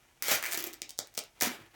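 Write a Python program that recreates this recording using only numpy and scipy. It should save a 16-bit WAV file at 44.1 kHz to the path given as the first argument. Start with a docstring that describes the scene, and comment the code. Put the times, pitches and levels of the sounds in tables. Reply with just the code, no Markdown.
"""Tearing nylon: hands rip the shell of a quilted jacket on the carpet of a small room.
A fast rip slows to single snapping threads, a few seam stitches pop, and a last short rip frees the cloth.
Dense random clicks make the rip and its rasp; short bursts, shaped by colour filters, make snaps and pops.
Damped low puffs are the flapping cloth and soft click grains its rustle, with a short room and a quiet floor."""
import sys
import numpy as np
from scipy import signal
from scipy.fft import rfft, irfft
from scipy.io import wavfile

SR = 44100
rng = np.random.default_rng(int(sys.argv[2]) if len(sys.argv) > 2 else 0)


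def digitize_waveform(pressure):
    """Quantize a signal to 16-bit integers and store it at the path in sys.argv[1].

    Rows of a 2-D input are taken as channels; values are limited to [-1, 1].
    """
    field = np.atleast_2d(pressure).T
    bounded = np.clip(field, -1, 1)
    quanta = np.round(bounded * 32767).astype(np.int16)
    wavfile.write(sys.argv[1], SR, quanta)


N = 77175  # length [samples], 1.75 s


def amp(db):
    """Decibels to gain."""
    return 10 ** (np.asarray(db) / 20)


def unit(x):
    """Scales to energy 1."""
    return x / np.sqrt(np.sum(x ** 2) + 1e-20)


def read(points, hz):
    """Reads a table of values over frequency, interpolated on a log-frequency axis."""
    f, value = np.transpose(points)
    return np.interp(np.log(hz + 1), np.log(f + 1), value)


def level(points):
    """Gain over time from a dB curve, practically silent before and after it."""
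    s, db = np.transpose(points)
    return amp(np.interp(np.arange(N) / SR, s, db, left=-140, right=-140))


def add(mix, s, sound):
    """Adds a sound to the mix at a time in seconds, cut off at the end of the mix."""
    part = mix[round(s * SR):][:len(sound)]
    part += sound[:len(part)]


def colour(x, points, size=4096):
    """Minimum-phase filter of energy 1: the table sets the spectral shape, not the overall level."""
    hz = abs(np.fft.fftfreq(size, 1 / SR))
    log_gain = np.log(amp(read(points, hz)))
    min_phase = np.exp(np.conj(signal.hilbert(log_gain)))
    response = np.fft.ifft(min_phase).real[:size // 2]
    return signal.fftconvolve(x, unit(response))[:N]


def snap(fray, decay_s, even=1, size=300):
    """One sharp break, then the quick fraying of its filaments; even = 1 flattens its spectrum."""
    decay = np.exp(-np.arange(size) / SR / decay_s)
    burst = fray * unit(rng.standard_normal(size) * decay)
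    burst[0] = 1  # the break itself
    spectrum = rfft(burst, 2 * size)
    evened = spectrum / (abs(spectrum) + 1e-9) ** even
    return unit(irfft(evened)[:size])


def crackle(per_s, spread_db):
    """Random tiny clicks of uneven size and either polarity, rms 1."""
    size = amp(spread_db * np.minimum(rng.exponential(1, N), 3))
    polarity = rng.choice([-1., 1.], N)
    clicks = size * polarity * (rng.random(N) < per_s / SR)
    return unit(clicks) * np.sqrt(N)


# Spectrum of the quiet floor: (frequency [Hz], relative level [dB])
FLOOR_COLOUR = [(20, -33), (33, -5), (47, 1), (65, -8), (110, -4), (200, -17.5), (600, -22), (2000, -40),
                (6000, -20.5), (17000, -31)]
FLOOR_DB = -69.5


def quiet_floor():
    """Steady noise, strongest in the bass."""
    return amp(FLOOR_DB) * colour(rng.standard_normal(N), FLOOR_COLOUR)


# Spectral balance of the room's tail: (frequency [Hz], level [dB])
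ROOM_LEVEL = [(100, -8.5), (400, -3), (2400, 0.5), (5500, -7.5), (14000, -11.5)]
# Echoes off near surfaces; a negative gain flips the polarity: (time [s], gain)
ECHOES = [(.0024, 0.16), (.0056, 0.13), (.0069, -0.13), (0.0111, 0.12)]
ROOM_T60_S, ROOM_DULL_HZ = 0.28, 13500  # decay time in the bass; pitch at which it has halved


def room(x, gap_s=.004, build_s=0.0055):
    """A few near echoes over a short, gradually building diffuse tail whose treble dies first."""
    hz, t, noise = signal.stft(rng.standard_normal(SR // 2), SR, nperseg=256)
    t60 = ROOM_T60_S / (1 + hz[:, None] / ROOM_DULL_HZ)
    decay = amp(read(ROOM_LEVEL, hz)[:, None] - 60 * t / t60)
    even_energy = np.sqrt(2 * np.log(1000) / (t60 * SR))  # offsets the differing decay times
    tail = signal.istft(noise * decay * even_energy, SR, nperseg=256)[1]
    build = np.minimum(np.arange(len(tail)) / SR / build_s, 1)
    response = np.zeros(SR)
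    add(response, gap_s, tail * build)
    for s, gain in ECHOES:
        add(response, s, gain * snap(fray=0.84, decay_s=0.00013))
    return x + signal.fftconvolve(x, response)[:N]


# Nylon sliding under the hands, before the random lumps: (time [s], level [dB])
RUSTLE = [(0, -67), (.05, -68.5), (.11, -72), (.2, -67), (0.498, -57.5), (0.792, -73), (.86, -66),
          (.96, -73), (1.11, -70), (1.3, -72.5), (1.389, -65), (1.55, -52), (1.62, -61), (1.674, -63.5),
          (1.695, -81), (1.719, -64), (1.745, -59)]
# Spectrum of the rustle: (frequency [Hz], relative level [dB])
RUSTLE_COLOUR = [(60, -36), (150, -8.5), (340, -0.5), (500, -8), (700, -2), (1050, -6), (1700, -4.5),
                 (3000, -6), (6000, -17.5), (10000, -21.5), (17000, -19)]
RUSTLE_PER_S, RUSTLE_SPREAD_DB = 2000, 3  # grain rate; unevenness
RUSTLE_LUMP_DB, RUSTLE_LUMP_S = 3.5, 0.016  # size and spacing of the random swells


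def rustle():
    """Soft grains of nylon and filling, sliding in small fits and starts."""
    t = np.arange(N) / SR
    lumps = np.interp(t / RUSTLE_LUMP_S, np.arange(N), rng.standard_normal(N))
    gain = amp(np.interp(t, *np.transpose(RUSTLE)) + RUSTLE_LUMP_DB * lumps)
    return colour(crackle(RUSTLE_PER_S, RUSTLE_SPREAD_DB) * gain, RUSTLE_COLOUR)


# Loose cloth flapping and drumming as it gives way: (time [s], level [dB], pitch [Hz], rise [s])
FLAPS = [(.283, -12, 563, 0.0022), (.315, -6.5, 603, 0.0012), (.317, -10.5, 282, 0.0013),
         (.328, -32, 603, 0.0037), (.33, -24, 126, 0.0065), (.53, -19, 677, 0.0044),
         (.575, -18, 315, 0.0019), (.603, -22.5, 375, 0.0042), (.638, -21, 362, 0.0035),
         (.668, -17.5, 344, 0.0034), (.734, -30.5, 350, 0.0032), (.819, -26, 367, 0.0016),
         (1.422, -10.5, 278, 0.0026), (1.424, -11, 690, 0.0012), (1.433, -12, 968, 0.0041),
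         (1.464, -16, 233, 0.0043), (1.469, -10.5, 250, 0.0038), (1.514, -22.5, 368, 0.0024),
         (1.59, -28.5, 294, 0.0014), (1.608, -29, 124, 0.0035)]


def flaps(noisy=0.49):
    """The freed cloth whips: a short, heavily damped low puff of tone and band noise."""
    out, t = np.zeros(N), np.arange(SR // 16) / SR
    for s, db, hz, rise_s in FLAPS:
        shape = t / rise_s * np.exp(-t / rise_s)
        tone = unit(shape * np.sin(2 * np.pi * hz * t))
        band = signal.butter(2, [hz * .5, hz * 1.77], "band", fs=SR, output="sos")
        air = unit(shape * signal.sosfilt(band, rng.standard_normal(len(t))))
        add(out, s, amp(db) * unit(tone + noisy * air))
    return out


# Seam stitches popping; the edges bound the crack:
# (time [s], crack level [dB], cloth recoil level [dB], low edge [Hz], high edge [Hz])
STITCHES = [(0.7309, -24, -45, 3000, 12000), (.8188, -9, -30, 2450, 6200), (.8925, -30, -50, 2790, 14000),
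            (0.8936, -21, -52, 2800, 9200), (0.8955, -21, -53, 2740, 11100), (0.899, -25, -48, 2840, 12000),
            (0.9064, -18.5, -35.5, 2960, 9100), (0.9075, -27, -43, 2800, 8100),
            (0.9782, -28.5, -71, 3500, 10000), (0.9849, -23.5, -50, 3460, 8200),
            (.9898, -3.5, -14.5, 3240, 7750), (1.1502, -26.5, -45, 4000, 9000),
            (1.1765, -8, -32, 3570, 10200), (1.1781, -7.5, -14.5, 2360, 11500),
            (1.1827, -13, -22, 2800, 9050), (1.1899, -9, -53, 2880, 11100), (1.1924, -12, -26, 3000, 12300),
            (1.4035, -21, -41, 3260, 10000), (1.41, -8, -26, 3920, 9000), (1.412, -6, -17, 1470, 9000),
            (1.4259, -10, -15, 3030, 11000), (1.4338, -4, -12.5, 1330, 12100)]
# Spectra of the crack and of the recoil: (frequency [Hz], relative level [dB])
STITCH_COLOUR = [(150, -18), (1000, -28), (1700, 6), (2700, -4.5), (4000, -3), (5600, 2), (7700, -0.5),
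                 (9500, -4), (11500, -7), (17000, 2)]
RECOIL_COLOUR = [(40, -27), (130, -1.5), (330, -1.5), (620, 5.5), (800, -0.5), (1000, -9.5), (1350, -3),
                 (1750, -9), (2200, -13), (8000, -50)]


def stitches():
    """Each stitch cracks in its own band and the cloth recoils with a low pop."""
    cracks, recoils = np.zeros(N), np.zeros(N)
    for s, crack_db, recoil_db, low_hz, high_hz in STITCHES:
        band = np.vstack([signal.butter(7, low_hz, "high", fs=SR, output="sos"),
                          signal.butter(1, high_hz, "low", fs=SR, output="sos")])
        crack = unit(signal.sosfilt(band, snap(fray=1.3, decay_s=0.00035)))
        add(cracks, s - .0002, amp(crack_db) * crack)  # just ahead of the recoil
        add(recoils, s, amp([recoil_db]))  # one click, made a pop by its colour
    return colour(cracks, STITCH_COLOUR) + colour(recoils, RECOIL_COLOUR)


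# Threads of the weave snapping: (time [s], level [dB])
THREADS = [(0.224, -4.5), (0.2405, -13), (0.2836, -5), (0.3162, -13), (0.4272, -14.5), (.4295, -31),
           (0.439, -14.5), (.4446, -15.5), (0.4549, -14.5), (0.4626, -11.5), (0.468, -20), (0.4726, -19),
           (0.479, -27), (.4875, -19), (0.4924, -26), (0.5065, -28), (.5114, -20), (0.5153, -14.5),
           (0.52, -16), (0.5225, -10), (0.5281, -10), (0.5338, -8.5), (.5368, -15), (0.5416, -17),
           (0.5452, -8.5), (0.5505, -10), (0.5568, -16), (0.575, -7), (0.5797, -13), (0.589, -17),
           (0.5899, -22), (.604, -16.5), (0.6078, -19), (0.6259, -18), (0.6407, -10.5), (0.6445, -24),
           (0.6502, -26), (0.6552, -37), (0.6655, -28), (0.6686, -16), (0.6729, -14), (0.708, -34),
           (0.7346, -24), (0.7357, -20), (0.7416, -22), (1.0727, -28.5), (1.141, -29.5), (1.1544, -27),
           (1.172, -25), (1.238, -25), (1.4216, 0.5), (1.4274, -14), (1.4489, -13.5), (1.459, -14)]
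# Ring of the stretched sheet against each snap: (time [s], level [dB])
TWANG = [(.22, -23.5), (.3, -5), (.42, 4.5), (.47, -5), (.52, -12.5), (.58, -20.5), (.66, -37), (.75, -37)]
# Top octave added to each snap: (time [s], level [dB])
SIZZLE = [(.22, -24), (.28, -13), (.45, -18), (.53, -22), (.575, -6), (.64, 2), (.68, -7), (.74, -12),
          (1.42, -18), (1.46, -3)]
# Spectra of the snap, the ring and the top octave: (frequency [Hz], relative level [dB])
THREAD_COLOUR = [(80, -39), (300, -2.5), (700, -11.5), (1050, -8.5), (1750, -3.5), (3300, -3.5),
                 (5500, 0.5), (8800, 0.5), (10400, -5), (13500, -2), (17000, 0)]
TWANG_COLOUR = [(200, -27), (1050, -10.5), (1450, -2), (1720, 3), (2150, 3.5), (2800, -3), (3600, -9),
                (9000, -22)]
SIZZLE_COLOUR = [(200, -45), (5000, -35), (10400, -2.5), (12500, 0), (16000, -7), (17000, 1)]


def threads():
    """Single threads snap, each with its own random fray, and twang the stretched sheet."""
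    breaks = np.zeros(N)
    for s, db in THREADS:
        add(breaks, s, amp(db) * snap(fray=2.24, decay_s=0.00078, even=0.37))
    body = colour(breaks, THREAD_COLOUR)
    twang = colour(breaks * level(TWANG), TWANG_COLOUR)
    sizzle = colour(breaks * level(SIZZLE), SIZZLE_COLOUR)
    return body + twang + sizzle


# Fine crackle, one curve per running tear: (time [s], level [dB])
TEARS = [
    [(.225, -37.5), (.245, -38.5), (.277, -34), (.286, -31.5), (.305, -33), (.318, -24), (.33, -29),
     (.355, -31), (.372, -39), (.40, -48)],
    [(.42, -51), (.445, -43), (.485, -49), (.5, -52), (.535, -42), (.565, -56), (.595, -36.5), (.63, -54),
     (.68, -49), (.75, -70)],
    [(1.411, -33), (1.422, -34.5), (1.44, -32), (1.46, -34), (1.474, -39), (1.488, -53), (1.53, -59)],
]
# Rasp of the stretched sheet around the tear, one curve per stretch: (time [s], level [dB])
RASPS = [
    [(.225, -52), (.272, -43), (.286, -35), (.303, -33.5), (.32, -28.5), (.345, -37), (.38, -43.5),
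     (.415, -51), (.45, -46), (.5, -45.5), (.55, -48.5), (.66, -49.5), (.75, -75)],
    [(1.41, -41), (1.422, -34), (1.445, -42.5), (1.475, -37), (1.49, -44), (1.55, -52.5), (1.6, -73)],
]
# Spectra of the crackle and of the rasp: (frequency [Hz], relative level [dB])
TEAR_COLOUR = [(80, -16.5), (300, -12), (900, -8.5), (2000, 0.5), (3500, -0.5), (4900, -1.5), (6200, 2.5),
               (8000, -5), (10300, -4), (12000, 0.5), (13400, -5), (15000, 1), (17000, -1.5)]
RASP_COLOUR = [(50, -20.5), (110, -13), (280, -10), (430, -6), (640, 0.5), (900, -6), (1250, -4),
               (1700, -1), (2500, -2.5), (3600, -7), (6000, -6), (11000, -12)]
THREADS_PER_S, THREAD_SPREAD_DB = 4200, 1.5  # click rate; unevenness
RASP_PER_S, RASP_SPREAD_DB = 2200, 3.5


def tearing():
    """Threads break in a run, thousands a second, and the sheet around them rasps."""
    fine = crackle(THREADS_PER_S, THREAD_SPREAD_DB) * sum(level(curve) for curve in TEARS)
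    rasp = crackle(RASP_PER_S, RASP_SPREAD_DB) * sum(level(curve) for curve in RASPS)
    return colour(fine, TEAR_COLOUR) + colour(rasp, RASP_COLOUR)


LOW_CUT_HZ = 68


def scene():
    """The jacket's sounds with their deep bass cut, in the room over a quiet floor."""
    jacket = rustle() + flaps() + stitches() + threads() + tearing()
    low_cut = signal.butter(2, LOW_CUT_HZ, "high", fs=SR, output="sos")
    return (room(signal.sosfilt(low_cut, jacket)) + quiet_floor())[None]


EDGE_HZ = 17250


def record(dry):
    """The recorder's band limit: a steep low-pass with no delay."""
    low_pass = signal.firwin(511, EDGE_HZ, window=("kaiser", 8), fs=SR)
    return signal.oaconvolve(dry, low_pass[None], "same")


dry = scene()
out = record(dry)
digitize_waveform(out)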